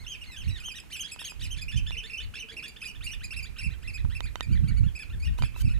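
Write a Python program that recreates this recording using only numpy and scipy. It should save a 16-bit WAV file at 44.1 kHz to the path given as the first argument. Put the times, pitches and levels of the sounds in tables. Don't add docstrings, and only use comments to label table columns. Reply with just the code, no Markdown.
import sys
import numpy as np
from scipy import signal
from scipy.fft import rfft, irfft, next_fast_len
from scipy.io import wavfile

SR = 44100
rng = np.random.default_rng(int(sys.argv[2]) if len(sys.argv) > 2 else 0)


def store_wav(level_fs):
    pcm = np.round(np.clip(np.atleast_2d(level_fs), -1, 1) * 32767)
    wavfile.write(sys.argv[1], SR, pcm.T.astype(np.int16))


def voltage_ratio(decibels):
    exponent = np.asarray(decibels, float) / 20
    return 10 ** exponent


N = 255339

# middle in seconds, left level in dB, right level in dB, hold in seconds.
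GUSTS = [(.0, -38.5, -33, 0.026), (.28, -45.5, -47, 0.041), (0.484, -32.5, -23.5, 0.021),
         (.72, -50.5, -47, .2), (1.441, -35.5, -27, 0.026), (1.6, -39.5, -32, 0.096),
         (1.79, -30, -24, 0.075), (1.94, -39.5, -35, 0.09), (2.259, -31.5, -36.5, 0.0096),
         (3.08, -43, -35, 0.19), (3.24, -35.5, -32, 0.016), (3.431, -41.5, -34, 0.14),
         (3.68, -36, -26.5, 0.057), (3.88, -34.5, -28.5, 0.024), (4.059, -27.5, -19.5, 0.0049),
         (4.251, -33.5, -26, 0.021), (4.672, -27.5, -19, 0.34), (5.154, -31, -26, 0.039),
         (5.288, -21, -26, 0.025), (5.424, -25.5, -19.5, 0.012), (5.658, -22, -17, 0.023),
         (5.77, -33.5, -26.5, 0.032)]
# frequency in Hz, level in dB.
SURF_SPECTRUM = [(150, 7), (300, 0), (700, -9.5), (1600, -9.5), (2550, -9.5), (3400, -17), (9400, -19.5),
                 (16000, -24)]
# frequency in Hz, likeness from -1 to 1.
SURF_LIKENESS = [(150, -0.19), (600, -0.32), (1500, 0.34), (4000, 0.28), (15000, 0.26)]

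# frequency in Hz, gain in dB.
THROAT = [(1200, -5), (2000, -2.5), (2550, 2.5), (3050, 3), (3600, 1.5), (5500, -2.5), (9000, 9),
          (14000, -13.5)]
# time in seconds, then highest, bright, middle and lowest bird in dB.
FACING = [
    (0.0, 0, -1, 4, -1.5),
    (1.2, 8.5, 4.5, 9, 5),
    (2.0, -2, -2.5, 5, 4),
    (3.0, 3.5, 3.5, 4.5, -0.5),
    (3.8, 2, -2.5, 1.5, 0),
    (5.79, 3.8, -5, -14, -7.5),
]
MIDDLE_OVERTONES_DB = [-3, -8, -24, -37, -37]
HIGH_OVERTONES_DB = [1.5, -5, -23.5, -17.5, -22]
SHARP_OVERTONES_DB = [-2.5, 0.5, -9.5, -13.5, -11.5]
LOW_OVERTONES_DB = [4, 4, -8, -18.5, -35, -25]
DEEP_OVERTONES_DB = [1, -1, -6.5, -39, -17]

MIDDLE_NOTES = [(.018, 2190, -55.5, 0.084), (.472, 2270, -56, 0.024), (1.462, 2190, -58, 0.035),
                (2.08, 2286, -54, 0.048), (2.235, 2250, -53, 0.031), (2.38, 2245, -53, 0.038),
                (2.53, 2360, -49, 0.03), (2.672, 2270, -55.5, .034), (4.565, 2050, -50.5, 0.03),
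                (4.721, 2000, -51, 0.027), (4.61, 2050, -66, 0.038)]
MIDDLE_RUN = [(2.852, 1984, -54, 0.031), (3.037, 1950, -54, 0.033), (3.237, 2020, -54, .034),
              (3.35, 2000, -52.5, 0.031), (3.473, 2066, -53, 0.033), (3.593, 2000, -56.5, 0.051),
              (3.724, 2044, -55.5, 0.046), (3.855, 2063, -53.5, 0.041), (3.996, 2025, -53, 0.035),
              (4.136, 2000, -53.5, 0.042), (4.277, 1953, -54, 0.039), (4.42, 1940, -50, 0.034)]
MIDDLE_PEAKS = [(.25, 2450, -56.5, 0.024), (.447, 2290, -55, .028), (.577, 2277, -53.5, 0.04),
                (.918, 2420, -52, 0.031), (1.091, 2380, -54, 0.032), (1.259, 2420, -49.5, 0.034),
                (1.41, 2440, -54, .03), (1.578, 2400, -50.5, 0.028)]
HIGH_FIRST = [(.22, 2880, -43.5, 0.038), (.487, 2866, -44.5, 0.041), (.765, 3000, -44.5, 0.047),
              (.934, 3093, -40.5, 0.05), (1.203, 2814, -44, 0.043), (1.435, 2987, -43, 0.056),
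              (1.694, 2863, -39.5, 0.048), (1.928, 2823, -37.5, 0.044), (2.105, 2730, -39.5, 0.032),
              (2.14, 2747, -37, 0.033), (2.363, 2776, -39.5, 0.035), (2.576, 2786, -39, 0.041),
              (2.825, 2630, -39.5, .036), (3.075, 2830, -41, 0.046), (3.316, 2755, -39, 0.039),
              (3.594, 2765, -36, 0.043), (3.883, 2697, -40, 0.038), (4.158, 2723, -41, .034),
              (5.659, 2690, -49, .045)]
HIGH_SECOND = [(.098, 3245, -40, 0.1), (.387, 3227, -42.5, 0.07), (.664, 3210, -42.5, 0.077),
               (1.01, 3224, -36, 0.039), (1.261, 3300, -39.5, 0.05), (1.523, 3176, -40.5, 0.049),
               (1.776, 3100, -38, 0.046), (1.985, 3050, -35, 0.043), (2.187, 3060, -37.5, 0.04),
               (2.403, 3043, -38.5, 0.054), (2.642, 2856, -38.5, 0.044), (2.885, 2955, -40.5, 0.053),
               (3.123, 2954, -40, 0.048), (3.38, 2705, -36.5, 0.048), (3.648, 2720, -38, 0.05),
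               (2.815, 3150, -51, .022), (3.207, 3030, -56, .02), (3.412, 3100, -55, 0.019),
               (.632, 3180, -56, 0.016), (5.009, 2656, -42, 0.048), (5.26, 2895, -43.5, 0.041),
               (5.458, 2675, -43, 0.037), (5.706, 2670, -49, .055)]
SHARP_PIPS = [(.114, 2490, -57, 0.045), (.321, 2615, -50, 0.042), (.603, 2538, -48.5, 0.027),
              (.718, 2487, -47.5, 0.019), (.802, 2580, -45.5, 0.0087), (.966, 2580, -48, 0.041),
              (1.299, 2550, -47.5, 0.026), (1.441, 2550, -44, 0.027), (2.682, 2430, -48.5, 0.028),
              (2.855, 2485, -46.5, 0.038), (3.43, 2424, -45.5, 0.031), (4.43, 2427, -44, 0.03),
              (5.2, 2250, -50, 0.023), (5.635, 2350, -50.5, .024)]
SHARP_ARCHES = [(1.127, 2630, -45.5, 0.038), (1.624, 2517, -43.5, 0.031), (1.778, 2510, -45, 0.026),
                (3.051, 2403, -46, 0.043), (3.247, 2472, -42, 0.03), (3.83, 2570, -54, 0.022),
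                (3.951, 2557, -40.5, 0.047), (4.532, 2365, -49.5, .045), (4.688, 2326, -45.5, 0.033),
                (4.779, 2293, -48.5, 0.037), (4.244, 2440, -47.5, 0.057), (4.964, 2586, -42, 0.038),
                (5.234, 2490, -44, 0.041), (5.43, 2424, -41, 0.033)]
LOW_SLURS = [
    (.267, 2174, -56, .128),
    (.503, 1966, -52, 0.1),
    (4.998, 1755, -50, 0.049),
]
LOW_TRILL = [(.15, 1820, -59, 0.018), (.632, 1490, -53, .025), (.76, 1963, -49, 0.051),
             (.968, 1730, -47, 0.014), (1.207, 1897, -50.5, 0.042), (1.423, 1951, -48, 0.022),
             (2.772, 1780, -47, 0.014), (2.959, 1795, -50, 0.021), (3.139, 1826, -43.5, 0.011),
             (4.875, 1763, -53.5, 0.033), (5.136, 1813, -52.5, 0.031), (5.253, 1900, -63, 0.026),
             (5.284, 1900, -48.5, 0.03), (5.45, 1760, -44.5, .025), (5.751, 1980, -50.5, 0.029)]
LOW_FLICKS = [(1.045, 1679, -45, 0.032), (1.586, 1748, -48, 0.027), (1.728, 1757, -46, 0.034),
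              (1.878, 1768, -47.5, 0.039), (2.045, 1794, -46, 0.03), (2.209, 1790, -47, 0.021),
              (2.349, 1728, -42.5, 0.02), (2.496, 1684, -45.5, 0.026), (2.642, 1720, -45, 0.032)]
FAR_NOTES = [(3.593, 1550, -52, .04), (3.745, 1586, -57.5, 0.031), (4.12, 1710, -55.5, .03),
             (4.378, 1555, -56, .03), (4.508, 1420, -59, 0.027), (4.534, 1520, -56, .03),
             (4.662, 1595, -60, 0.036), (4.695, 1446, -53, 0.027), (4.783, 1486, -57.5, .025),
             (4.85, 1440, -52.5, 0.024), (4.912, 1500, -63, 0.018), (5.113, 1405, -54, 0.022),
             (5.19, 1540, -70, 0.027), (5.345, 1560, -66, 0.037), (5.402, 1520, -50.5, 0.032),
             (5.472, 1510, -58, 0.027), (5.566, 1342, -53.5, .035), (5.612, 1550, -51, 0.028),
             (5.697, 1470, -56, 0.016), (5.717, 1473, -53.5, 0.036), (5.79, 1520, -60, 0.019)]

# time in seconds, peak in dB, brightness in dB.
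TICKS = [(0.04, -44, -10), (0.301, -41, -11), (0.685, -38, 9), (0.838, -42, -7), (1.162, -36.5, 5),
         (1.217, -35.5, -15), (1.321, -36.5, -5), (1.908, -38, 26), (4.05, -34, -3), (4.206, -30, 23.5),
         (4.357, -28, 23), (4.408, -32, 32), (5.388, -30.5, -4), (5.423, -25.5, 13), (5.436, -28.5, 8),
         (5.563, -32, -25)]
# frequency in Hz, level in dB, 60 dB decay in seconds.
SHELL_MODES = [(990, 7.5, 0.035), (1320, 20, 0.0049), (2000, 5.5, 0.0094), (3000, 4.5, 0.0062),
               (3665, -6.5, 0.014), (5900, -16, 0.0098)]
# frequency in Hz, level difference in dB.
PORT_BALANCE = [(300, 0), (1290, -1.5), (2380, -5), (4400, -3), (8120, 4.5), (15000, -3)]
# frequency in Hz, phase in radians.
PORT_PHASE = [(1000, 0.093), (2330, 1.1), (3450, -0.015), (5080, 1.61), (7060, 0.47), (7670, -1.16),
              (10200, -0.23), (16000, 0.31)]
# time in seconds, peak in dB.
THUMPS = [
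    (0.475, -32),
    (1.779, -30),
    (3.662, -25),
    (4.046, -27),
    (4.638, -19.5),
    (4.861, -21.5),
]
# time in seconds, level in dB.
HUM = [
    (1.85, -85),
    (1.95, -62.5),
    (2.3, -71),
    (2.45, -61),
    (2.65, -66),
    (2.9, -75),
]
# time in seconds, level in dB.
RUSTLE = [
    (2.45, -92),
    (2.55, -57),
    (2.66, -63),
    (2.74, -93),
]
# time in seconds, level in dB.
RUB = [
    (5.37, -96),
    (5.385, -46.5),
    (5.41, -59.5),
    (5.44, -68),
    (5.54, -87),
    (5.57, -54),
    (5.62, -44),
    (5.64, -99),
]

# climb in seconds, climb gained per second of length,
# share of pitch lost in the fall, more lost per second of fall.
MIDDLE_SHAPE, RUN_SHAPE = (.002, .45, .15, 5.5), (.002, .6, .12, 5.5)
SCOOP_SHAPE, PEAK_SHAPE = (.002, .8, .037, 3.6), (.002, .45, .146, 8.2)
FIRST_SHAPE, SECOND_SHAPE = (.002, .21, .064, 7.5), (.006, .27, .138, 2.9)
PIP_SHAPE, ARCH_SHAPE = (.002, .079, .044, 2.2), (.0046, .31, .109, 3.2)
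SLUR_SHAPE, TRILL_SHAPE = (.006, .03, .26, .3), (.0058, .31, .049, 5.76)
FLICK_SHAPE, FAR_SHAPE = (.006, .23, .094, .3), (.003, .63, .03, 3.4)


def rms_one(x):
    return x / np.sqrt(np.mean(x ** 2) + 1e-20)


def in_time(rows):
    s, *columns = np.transpose(rows)
    return [np.interp(np.arange(N) / SR, s, c) for c in columns]


def at_hz(points, hz):
    point_hz, value = np.transpose(points)
    return np.interp(np.log(hz + 1), np.log(point_hz), value)


def band(x, low_hz, high_hz, order=2):
    edges = [low_hz, min(high_hz, .49 * SR)]
    return signal.sosfilt(signal.butter(order, edges, "band", fs=SR, output="sos"), x)


def drift(rate_hz):
    r = np.exp(-2 * np.pi * rate_hz / SR)
    wander = signal.lfilter([1], [1, -2 * r, r * r], rng.standard_normal(N + SR))
    return rms_one(wander[SR:])


def gusts():
    rise_db_per_s, fall_db_per_s = 197, 151
    t = np.arange(0, N / SR + .01, .002)
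    s, left_db, right_db, held = np.transpose(GUSTS)[:, :, None]
    before = np.maximum(s - held / 2 - t, 0)
    after = np.maximum(t - s - held / 2, 0)
    below_db = rise_db_per_s * before + fall_db_per_s * after
    levels = []
    for db, lull_db in [(left_db, -55), (right_db, -49)]:
        power = voltage_ratio(2 * (db - below_db)).sum(axis=0) + voltage_ratio(2 * lull_db)
        levels.append(10 * np.log10(power))
    return in_time(np.column_stack([t, *levels]))


def wind():
    opposed = 0.77
    left_db, right_db = gusts()
    upper_db = -15.5 + 1.33 * (np.maximum(left_db, right_db) + 31.0) + 5.7 * drift(9.3)
    white = rng.standard_normal((2, 2, N)) * voltage_ratio(2.0 * drift(28.5))
    lower = rms_one(band(band(white[0], 27.3, 75.8), 4.8, 214.0))
    upper = rms_one(band(band(white[1], 41.0, 120.0), 45.0, 284.0, order=3))
    push, own = (lower + voltage_ratio(upper_db) * upper) / np.sqrt(1 + voltage_ratio(2 * upper_db))
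    left = np.sqrt(1 - opposed ** 2) * own - opposed * push
    return np.array([voltage_ratio(left_db) * left, voltage_ratio(right_db) * push])


def surf():
    hz = np.arange(N // 2 + 1) * SR / N
    mid, side = rfft(rng.standard_normal((2, N))) * voltage_ratio(at_hz(SURF_SPECTRUM, hz))
    alike = at_hz(SURF_LIKENESS, hz)
    both = np.sqrt(1 + alike) * mid + np.sqrt(1 - alike) * side * [[1], [-1]]
    return voltage_ratio(-53.5 + .5 * drift(0.16)) * rms_one(irfft(both, N))


def whine():
    return voltage_ratio(-98) * np.sin(2 * np.pi * 15734 * np.arange(N) / SR)


def arches(notes, shape, power=2, flick=0):
    top_s, top_hz, db, length = np.transpose(notes)
    climb_s = np.clip(shape[0] + shape[1] * length, .003, length - .004)
    fall_s = length - climb_s
    loss = shape[2] + shape[3] * fall_s
    return [(*row, power, flick) for row in zip(top_s, top_hz, db, climb_s, fall_s, loss)]


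def pipe(notes, overtones_db, facing_db, climb, edge, sag_db, rise_sag_db):
    flutter_db, waver = 3.0, 0.0045
    bill_hz, bill_width_hz, bill_db = 2532, 166, 3.5
    out = np.zeros(N)
    order = np.arange(1, len(overtones_db) + 1)[:, None]
    overtones_db = np.array(overtones_db)
    flutter, wobble = drift(62.0), drift(98.0)
    for top_s, top_hz, db, climb_s, fall_s, loss, power, flick in notes:
        start = round((top_s - climb_s - edge / 2) * SR)
        stop = max(round((top_s + fall_s + edge / 2) * SR), start + 9)
        at = np.arange(max(start, 0), min(stop, N))
        t = at / SR - top_s
        rising = t < 0
        away = np.where(rising, -t / climb_s, t / fall_s) ** power
        away = np.minimum(away, np.sqrt(np.pi / 2))
        bend = flick * (t > 0) * away ** 3 - np.where(rising, climb, loss) * away
        hz = top_hz * (1 + bend + waver * wobble[at])
        gate = np.clip(np.minimum(at - start, at[-1] - at) / SR / edge, 0, 1)
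        sag = np.where(rising, rise_sag_db, sag_db) * away * np.sqrt(order)
        partial_db = overtones_db[:, None] + facing_db[at] * np.log2(order) - sag
        partial_db = partial_db + at_hz(THROAT, order * hz)
        partial_db = partial_db + bill_db * np.exp(-((order * hz - bill_hz) / bill_width_hz) ** 2)
        partial_db = partial_db + flutter_db * flutter[(at + order * (N // 7)) % N]
        strongest_db = np.max(overtones_db + at_hz(THROAT, order[:, 0] * top_hz))
        partials = np.sin(order * 2 * np.pi * np.cumsum(hz) / SR) * (order * hz < 16000)
        tone = (voltage_ratio(partial_db - strongest_db) * partials).sum(axis=0)
        out[at] += voltage_ratio(db) * np.sin(np.pi / 2 * gate) ** 2 * tone
    return out


def middle_bird():
    notes = arches(MIDDLE_NOTES, MIDDLE_SHAPE)
    notes += arches(MIDDLE_RUN[:5], SCOOP_SHAPE, power=1.3)
    notes += arches(MIDDLE_RUN[5:], RUN_SHAPE)
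    notes += arches(MIDDLE_PEAKS, PEAK_SHAPE, power=1.3)
    return pipe(notes, MIDDLE_OVERTONES_DB, in_time(FACING)[2],
                climb=0.39, edge=0.00484, sag_db=0.2, rise_sag_db=-1.5)


def rocks(x):
    near_t60_s, shore_t60_s = 0.073, 0.33
    t = np.arange(SR // 3) / SR
    echoes = rng.standard_normal((2, len(t))) * voltage_ratio(6.3 * rng.standard_normal((2, len(t))))
    near = band(echoes * voltage_ratio(-60 * t / near_t60_s) * (t > .003), 910, 4400, order=1)
    haze = np.tanh(echoes[::-1]) * voltage_ratio(-60 * t / shore_t60_s) * (t > .02)
    shore = band(haze, 1900, 3150, order=1)
    both = (voltage_ratio(-9.5) * rms_one(near) + voltage_ratio(-18) * rms_one(shore)) / np.sqrt(len(t))
    return signal.fftconvolve(x[None], both, axes=1)[:, :N]


def ports(x):
    size = next_fast_len(N + 4096)
    hz = np.arange(size // 2 + 1) * SR / size
    half = voltage_ratio(at_hz(PORT_BALANCE, hz) / 2) * np.exp(.5j * at_hz(PORT_PHASE, hz))
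    return irfft(rfft(x, size) * [half, 1 / half], size)[:, :N]


def shell_ticks():
    s, db, bright_db = np.transpose(TICKS)
    at = np.round(s * SR).astype(int)
    out = np.zeros((2, N))
    scatter = rng.normal(0, 2.5, (len(at), len(SHELL_MODES)))
    for (hz, mode_db, t60), own_db in zip(SHELL_MODES, scatter.T):
        high = np.clip(np.log2(hz / 1000) / 2, 0, 1)
        strike = np.full((2, N), 1e-18)
        strike[1, at] = voltage_ratio(db + mode_db + high * bright_db + own_db - 14.5)
        strike[0, at] = strike[1, at] * voltage_ratio(-12.0 * (7.5 - 0.82 * high))
        r, w = voltage_ratio(-60 / (t60 * SR)), 2 * np.pi * hz / SR
        out += signal.lfilter([0, np.sin(w)], [1, -2 * r * np.cos(w), r * r], strike)
    return out


def high_bird():
    pairs = arches(HIGH_FIRST, FIRST_SHAPE) + arches(HIGH_SECOND, SECOND_SHAPE)
    return pipe(pairs, HIGH_OVERTONES_DB, in_time(FACING)[0],
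                climb=0.19, edge=.003, sag_db=6.5, rise_sag_db=4.0)


def bright_bird():
    notes = arches(SHARP_PIPS, PIP_SHAPE) + arches(SHARP_ARCHES, ARCH_SHAPE)
    return pipe(notes, SHARP_OVERTONES_DB, in_time(FACING)[1],
                climb=0.2024, edge=0.00401, sag_db=8.5, rise_sag_db=11.0)


def low_bird():
    notes = arches(LOW_SLURS[:1], SLUR_SHAPE, power=1.3)
    notes += arches(LOW_SLURS[1:], SLUR_SHAPE, power=3.5)
    notes += arches(LOW_TRILL, TRILL_SHAPE)
    notes += arches(LOW_FLICKS, FLICK_SHAPE, flick=0.22)
    return pipe(notes, LOW_OVERTONES_DB, in_time(FACING)[3],
                climb=0.29, edge=0.0073, sag_db=-1.9, rise_sag_db=1.5)


def thumps():
    burst_s, burst_hz = 0.0058, 148.3
    s, db = np.transpose(THUMPS)[:, :, None]
    t = np.arange(N) / SR - s - burst_s
    burst = voltage_ratio(db) * np.exp(-(t / burst_s) ** 2) * np.sin(2 * np.pi * burst_hz * t)
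    return burst.sum(axis=0) * [[-.45], [1.9]]


def motor_hum():
    step_s, first_step_s, step_share = .0795, 1.97, .22
    turn = ((np.arange(N) / SR - first_step_s) / step_s + .5) % 1 - .5
    steps = np.exp(-(turn / step_share) ** 2) * voltage_ratio(1.8 * drift(9.2))
    hum_hz = 454 * (1 + 0.01516 * drift(8.4))
    phase = 2 * np.pi * np.cumsum(hum_hz) / SR
    tone = np.sin(phase) + voltage_ratio(-5.0) * np.sin(phase / 2)
    return 2 * voltage_ratio(in_time(HUM)[0]) * steps * tone


def strap_rustle():
    brush = rms_one(band(rng.standard_normal(N), 180, 500))
    return brush * voltage_ratio(in_time(RUSTLE)[0] + 3.1 * drift(36.0)) * [[.6], [1.3]]


def far_bird():
    deep = pipe(arches(FAR_NOTES, FAR_SHAPE), DEEP_OVERTONES_DB, np.zeros(N),
                climb=0.23, edge=.008, sag_db=1.0, rise_sag_db=-1.5)
    return ports(deep + voltage_ratio(-1.0) * rocks(deep))


def finger_rub():
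    grains = rng.standard_normal((2, N)) * voltage_ratio(3.0 * drift(390))
    touching = np.arange(N) > RUB[0][0] * SR
    return voltage_ratio(in_time(RUB)[0]) * touching * rms_one(band(grains, 990, 13000, order=1))


def scene():
    birds = middle_bird() + high_bird() + bright_bird() + low_bird()
    shore = ports(birds + rocks(birds) + surf()) + far_bird()
    air = wind() + thumps()
    handling = shell_ticks() + strap_rustle() + finger_rub()
    return shore + air + handling + motor_hum() + whine()


def band_limit(x):
    return signal.sosfilt(signal.butter(12, 16460, fs=SR, output="sos"), x)


def record(dry):
    low_pass = signal.cheby2(12, 60, 16250, fs=SR, output="sos")
    mix = signal.sosfilt(low_pass, dry)
    return band_limit(mix)


dry = scene()
out = record(dry)
store_wav(out)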